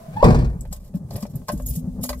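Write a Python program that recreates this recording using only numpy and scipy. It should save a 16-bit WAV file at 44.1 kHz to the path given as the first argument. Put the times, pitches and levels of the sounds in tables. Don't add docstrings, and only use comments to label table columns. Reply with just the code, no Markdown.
import sys
import numpy as np
from scipy import signal
from scipy.fft import rfft, irfft, next_fast_len
from scipy.io import wavfile
from scipy.ndimage import map_coordinates

SR = 44100
rng = np.random.default_rng(int(sys.argv[2]) if len(sys.argv) > 2 else 0)


def generate_wav(signal):
    frames = np.transpose(np.atleast_2d(signal))
    scaled = np.clip(frames, -1, 1) * 32767
    pcm = np.round(scaled).astype(np.int16)
    wavfile.write(sys.argv[1], SR, pcm)


def voltage_ratio(decibels):
    exponent = np.asarray(decibels, float) / 20
    return 10 ** exponent


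N = 97020
TIME = np.arange(N) / SR

# (time [s], level [dB])
RUSTLE = [
    (0, -51),
    (.5, -63),
    (.93, -66.5),
    (1.15, -56),
    (1.31, -64),
    (1.6, -57),
    (2.2, -57),
]
# (frequency [Hz], level [dB])
RUSTLE_TONE = [(240, -33), (400, -11.5), (598, -9.5), (1090, -41), (4690, -32.5), (13700, -30.5),
               (16200, -38)]
# (frequency [Hz], level [dB])
HISS_TONE = [(600, -35), (1300, -2.5), (3000, -12.5), (8000, 0.5), (15000, -8), (16200, -36)]
# (time [s], level [dB])
SEAT = [
    (0, -41),
    (.3, -34.5),
    (.7, -44),
    (.9, -43),
    (1.15, -28.5),
    (1.3, -39),
    (1.47, -38),
    (1.55, -31),
    (1.9, -31.5),
    (2.2, -36.5),
]
# (frequency [Hz], level [dB])
SEAT_TONE = [(13, -28), (22, -10.5), (172, -1.5), (340, -23), (565, -25), (859, -37.5), (1200, -41.5),
             (2200, -61.5), (4000, -120)]
# (time [s], peak level [dB], pitch [Hz])
THUMPS = [(0.08, -13.5, 152.6), (0.705, -14, 166.4), (0.943, -1, 178.6), (0.961, -11.5, 260),
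          (1.044, -18.5, 145), (1.121, -29, 51.3), (1.225, -6, 207), (1.333, -14.5, 231),
          (1.349, -8.5, 138.5), (1.528, -10, 204), (1.533, -4.5, 290), (1.546, -20, 52.7),
          (1.617, -18, 52.3), (1.688, -15, 61), (1.7, -11.5, 134.5), (1.769, -4, 161), (1.819, -23.5, 62.6),
          (1.871, -3, 176), (1.901, -27, 43.7), (2.015, -9, 184.3), (2.093, -21.5, 56.6), (2.155, -27, 55)]
# (time [s], length [s], level [dB])
SHAKES = [(0.604, 0.077, -70.5), (0.707, 0.048, -53.5), (0.792, 0.087, -64), (0.941, 0.013, -59.5),
          (1.105, 0.12, -52.5), (1.288, 0.0082, -59.5), (1.325, 0.048, -63.5), (1.47, 0.068, -53.5),
          (1.563, 0.068, -60.5), (1.652, 0.12, -48), (2.006, 0.038, -52.5), (2.02, 0.035, -42.5),
          (2.079, 0.014, -39), (2.123, .1, -61.5)]
# (time [s], low modes [dB], upper modes [dB], snap [dB])
KNOCKS = [(0.651, -27, -70, -83), (0.725, -28.5, -44.5, -32), (0.939, -34.5, -57, -64.5),
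          (1.088, -47.5, -48.5, -76.5), (1.107, -29, -48, -35), (1.156, -21.5, -44, -35),
          (1.179, -30.5, -52, -60), (1.223, -48, -45, -30), (1.227, -26, -32, -52), (1.252, -26, -44, -66),
          (1.336, -45, -61, -59), (1.415, -40, -45.5, -70), (1.483, -28, -20.5, -25),
          (1.489, -23, -18, -31), (1.498, -16.5, -39, -38), (1.598, -28, -40.5, -70),
          (1.886, -45, -55, -70), (2.037, -25.5, -33, -25.5), (2.048, -23, -31, -42),
          (2.091, -23, -17.5, -18.5), (2.102, -15.5, -37, -43), (2.129, -31, -24.5, -34)]
# (frequency [Hz], level [dB], t60 [s])
KNOCK_MODES = [(590, 4.5, 0.053), (671.4, -6, 0.08), (1083, -8.5, 0.032), (1545, -21, .02), (1946, -27, 0.043)]
# (frequency [Hz], level [dB])
SNAP = [(900, -38), (2000, -22), (2800, -15), (4400, 3), (5600, -1.5), (16000, -18.5)]
# (time [s], peak level [dB], loudest key [Hz])
JINGLES = [(0.608, -36.5, 7760), (0.7262, -30, 7720), (1.105, -42, 4840), (1.1613, -39, 10800),
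           (1.2251, -38, 7770), (1.264, -37, 5040), (1.3543, -38, 12400), (1.4825, -29, 5430),
           (1.5174, -37, 10600), (1.5758, -49, 7800), (1.6192, -45, 7900), (1.661, -28.5, 13200),
           (1.6854, -28.5, 12000), (1.6935, -25.5, 15000), (1.7589, -36, 11100), (1.6645, -39, 6750),
           (1.761, -39, 7000), (2.038, -26, 8100), (2.0916, -31, 7750)]
KEYS_HZ = [6750, 7750, 9400, 10720, 11110, 12100, 13160, 14990]
# (time [s], level [dB])
FREE_KEY = [
    (1.765, -60),
    (2.1, -57),
]
# (frequency [Hz], level [dB])
CHATTER = [(1470, -29.5), (3300, -14.5), (7950, -5.5), (9800, -13.5), (10900, -3.5), (15500, -8.5),
           (16200, -65)]
# (frequency [Hz], left over right [dB])
KEY_PAN = [(3000, -9), (8000, 9), (13000, -3.5)]
# (time [s], slip rate [Hz], level [dB], overtones [dB])
SQUEAK = [
    (.128, 760, -70, -62),
    (.146, 770, -66, -56),
    (.156, 800, -54, -64),
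    (.164, 840, -38, -54),
    (.173, 830, -33, -56),
    (.187, 865, -43, -59),
    (.202, 875, -40, -53),
    (.214, 915, -36, -56),
    (.226, 990, -40, -50),
]
# (multiple of slip rate [1], level [dB])
SQUEAK_TONES = [(2, -5), (3, -13), (4, -19), (5, -20)]
# (time [s], panel [dB], boom [dB], rattle [dB])
DOOR = [(0.226, -9, -6.5, -27.5), (0.228, 0.5, -40, -48.5), (0.242, -7, -7, -16), (0.261, -8.5, -4, -60),
        (0.285, -15.5, -7, -32.5), (0.305, -13, -14, -28), (0.345, -16.5, -9.5, -27),
        (0.389, -23.5, -15.5, -36), (0.423, -27.5, -17.5, -51), (0.445, -36, -46, -36.5),
        (0.499, -38.5, -50, -48.5), (.531, -48, -49, -54)]
# (frequency [Hz], level [dB], t60 [s])
CABIN = [(57.2, -1.5, 0.77), (132.6, 5.5, 0.21), (163, 4, 0.13), (232.5, -5, 0.24), (267, -10, 0.24),
         (333, -8.5, 0.17)]
# (frequency [Hz], level [dB], t60 [s])
PANEL = [(hz, db - 0.5, .06) for hz, db in [(565, 2.5), (620, 3), (745, 4), (840, -7), (950, -6),
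         (1020, 1.5), (1150, -0.5)]]
# (frequency [Hz], level [dB])
RATTLE = [(710, -20.5), (1200, 0), (2000, -7.5), (3000, -14), (4650, -12.5), (12600, -28.5), (16000, -39)]
# (frequency [Hz], level [dB])
SHAKE = [(15, -57), (25, -2.5), (93, -8), (139, -2), (337, -13), (624, -18.5), (2500, -45.5), (3250, -92),
         (5500, -120)]
# (frequency [Hz], t60 [s])
SHAKE_T60 = [(60, 1.38), (150, 0.43), (1000, 0.54)]
# (frequency [Hz], t60 [s])
UPHOLSTERY = [(100, .12), (1000, .08), (10000, .05)]
# (frequency [Hz], level [dB])
WET = [(100, -22), (300, -10), (1000, -4), (2500, 1), (10000, 0)]

DOOR_LEAD_S, KEY_LEAD_S = 0.00023, 0.00008
KEYS_T60, HELD_T60, LET_GO_S = 0.065, 0.031, 1.45


def unit(x):
    return x / np.sqrt(np.mean(x ** 2) + 1e-20)


def along(points, hz):
    f, v = np.transpose(points)
    return np.interp(np.log(hz + 1), np.log(f + 1), v)


def curves(rows):
    s, *cols = np.transpose(rows)
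    return [np.interp(TIME, s, c) for c in cols]


def wobble(rate):
    return map_coordinates(rng.standard_normal(400), [TIME * rate])


def filtered(x, response):
    m = next_fast_len(N + SR // 2)
    return irfft(rfft(x, m) * response(np.fft.rfftfreq(m, 1 / SR)), m)[..., :N]


def noise(spectrum, channels=1):
    white = rng.standard_normal((channels, N))
    return unit(filtered(white, lambda hz: voltage_ratio(along(spectrum, hz))))


def fading(s, t60, rise_s):
    out, t = np.zeros(N + SR), TIME[:int(2 * t60 * SR)]
    out[round(s * SR):][:len(t)] = voltage_ratio(-60 * t / t60) * (1 - np.exp(-t / rise_s))
    return out[:N]


def ring(s, modes, spread_db, rise_s, detune=0.023):
    hz, db, t60 = np.transpose(modes)[..., None]
    level, tuning, phase = rng.standard_normal((3, len(modes), 1))
    t = TIME[:int(min(t60.max(), 1) * SR)]
    decay = voltage_ratio(db + spread_db * level - 60 * t / t60)
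    wave = decay * np.sin(2 * np.pi * hz * (1 + detune * tuning) * t + 2 * phase)
    out = np.zeros(N + SR)
    out[round(s * SR):][:len(t)] = wave.sum(0) * (1 - np.exp(-t / rise_s)) ** 2
    return out[:N]


def resonant(x, modes):
    def response(f):
        return sum(voltage_ratio(db) * 1j * f * (1.53 / t60) / (c * c - f * f + 1j * f * 1.49 / t60)
                   for c, db, t60 in modes)
    return filtered(x, response)


def tail(t60s, seconds, channels):
    white = rng.standard_normal((channels, int(seconds * SR)))
    hz, t, z = signal.stft(white, SR, nperseg=512)
    out = signal.istft(z * voltage_ratio(-60 * t / along(t60s, hz)[:, None]), SR, nperseg=512)[1]
    return out / np.linalg.norm(out[0])


def placed(x, lead_s, pan, wet_db):
    side = np.array([[.5], [-.5]])
    direct = filtered(x, lambda hz: voltage_ratio(side * along(pan, hz) - 1.5) * np.exp(2j * np.pi * side * lead_s * hz))
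    wet = signal.fftconvolve(x[None], tail(UPHOLSTERY, .25, channels=2), axes=1)[:, :N]
    return direct + filtered(wet, lambda hz: voltage_ratio(wet_db + along(WET, hz)))


def air():
    level_db, = curves(RUSTLE)
    rustle = voltage_ratio(level_db + 3 * wobble(16.38)) * noise(RUSTLE_TONE, channels=2)
    hiss = voltage_ratio(-69.5) * noise(HISS_TONE, channels=2)
    openings = [(657, 5, 0.033), (1006, -5.0, 0.032), (1400, -30.0, 0.03)]  # Hz, dB, t60 s
    street = unit(resonant(rng.standard_normal((2, N)), openings))
    return rustle + hiss + voltage_ratio(-47) * street * (TIME < DOOR[0][0])


def pump():
    on = np.clip((TIME - 1.53) / .1, 0, 1)
    level = voltage_ratio(-37 + 2.9 * wobble(11.68))
    return level * on * np.sin(2 * np.pi * np.cumsum(249 + 1.76 * wobble(7.43)) / SR)


def driver():
    level_db, = curves(SEAT)
    out = voltage_ratio(level_db + 2.35 * wobble(12.0) + 3.9 * wobble(35.42)) * noise(SEAT_TONE)[0]
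    for s, db, hz in THUMPS:
        cushion = [(hz, 0, 9.5 / hz)]
        out += voltage_ratio(db + 8.0) * ring(s, cushion, 0, rise_s=0.012, detune=0)
    return out


def shaking():
    on = np.zeros(N)
    for s, length, db in SHAKES:
        start = np.clip((TIME - s) / 0.012, 0, 1)
        stop = np.clip((s + length - TIME) / 0.034 + 1, 0, 1)
        on += voltage_ratio(db) * start * stop
    return on * voltage_ratio(2.14 * wobble(48.69))


def column(moving):
    scrape = voltage_ratio(-6.5) * moving * (TIME < 1.6)

    def knocks(col, t60):
        return sum(voltage_ratio(row[col]) * fading(row[0], t60, 0.0011) for row in KNOCKS)

    dull, hard, sharp = knocks(1, 0.024), knocks(2, 0.016), knocks(3, 0.025)
    white = rng.standard_normal((2, N))
    low = voltage_ratio(22.5) * resonant((dull + voltage_ratio(9.5) * scrape) * white[0], KNOCK_MODES[:2])
    upper = voltage_ratio(36) * resonant((hard + scrape) * white[1], KNOCK_MODES[2:])
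    return low + upper + voltage_ratio(-2.5) * (sharp + scrape) * noise(SNAP)[0]


def keys(moving):
    grit = unit(noise(CHATTER)[0] * voltage_ratio(4.5 * wobble(170)))
    out = moving * grit
    chime = resonant(out, [(hz, 0, KEYS_T60 / 2) for hz in KEYS_HZ])
    out = out + voltage_ratio(8) * (TIME > LET_GO_S) * chime
    for s, db, loud_hz in JINGLES:
        t60 = KEYS_T60 if s > LET_GO_S else HELD_T60
        struck = [(hz, -27.5 * abs(np.log2(hz / loud_hz)) ** .5, t60) for hz in KEYS_HZ]
        contact = grit * fading(s, 0.02, 0.0017)
        contact = filtered(contact, lambda f: voltage_ratio(-9 * np.abs(np.log2((f + 1) / loud_hz))))
        out += voltage_ratio(db) * ring(s, struck, 3.5, 0.00051, 0.0039) + voltage_ratio(db + 3) * contact
    for s, db in FREE_KEY:
        out += voltage_ratio(db) * ring(s, [(6530, 0.011, 0.41)], 0, 0.0023, 0)
    return out


def hinge(trim):
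    hz, db, over_db = curves(SQUEAK)
    turn = 2 * np.pi * np.cumsum(hz * (1 + 0.029 * wobble(171.5))) / SR
    swing = (TIME > SQUEAK[0][0]) & (TIME < SQUEAK[-1][0])
    out = voltage_ratio(db + 13 + 4.4 * wobble(95)) * np.sin(turn)
    for k, tone_db in SQUEAK_TONES:
        out += voltage_ratio(over_db + 11 + tone_db + 5.2 * wobble(122.7)) * np.sin(k * turn)
    return swing * (out + voltage_ratio(over_db + 2) * trim)


def slam(trim):
    loose = np.clip((0.459 - TIME) / 0.032 + 1, .1, 1)
    out = np.zeros(N)
    for s, panel_db, boom_db, rattle_db in DOOR:
        if s > DOOR[1][0]:
            out += voltage_ratio(boom_db - 4.0) * ring(s, CABIN, 1.9, 0.0044)
        out += voltage_ratio(panel_db - 8.5) * ring(s, PANEL, 2.5, 0.00053)
        buzz = fading(s, 0.027, 0.00054) + 0.22 * loose * fading(s, 0.25, 0.0067)
        out += voltage_ratio(rattle_db - 0.5) * trim * buzz
    body = np.pad(tail(SHAKE_T60, 0.95, channels=1)[0], (round(DOOR[2][0] * SR), N))[:N]
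    body = unit(filtered(body, lambda hz: voltage_ratio(along(SHAKE, hz))))
    return out + voltage_ratio(-22) * body * (TIME > DOOR[0][0])


def door():
    trim = noise(RATTLE)[0] * voltage_ratio(1.1 * wobble(149))
    return hinge(trim) + slam(trim)


def scene():
    moving = shaking()
    front = pump() + driver() + column(moving)
    out = air() + placed(front, KEY_LEAD_S, [(100, 1.1)], wet_db=-2.23)
    out += placed(keys(moving), KEY_LEAD_S, KEY_PAN, wet_db=3.5)
    return out + placed(door(), DOOR_LEAD_S, [(100, 1)], wet_db=-0.34)


def roll_off(x):
    return signal.sosfilt(signal.butter(12, 16510, fs=SR, output="sos"), x)


def record(dry):
    x = filtered(dry, lambda hz: (hz < 15900) & (hz > 15))
    mix = x / (1 + np.abs(x) ** 6) ** (1 / 6)
    return roll_off(mix)


dry = scene()
out = record(dry)
generate_wav(out)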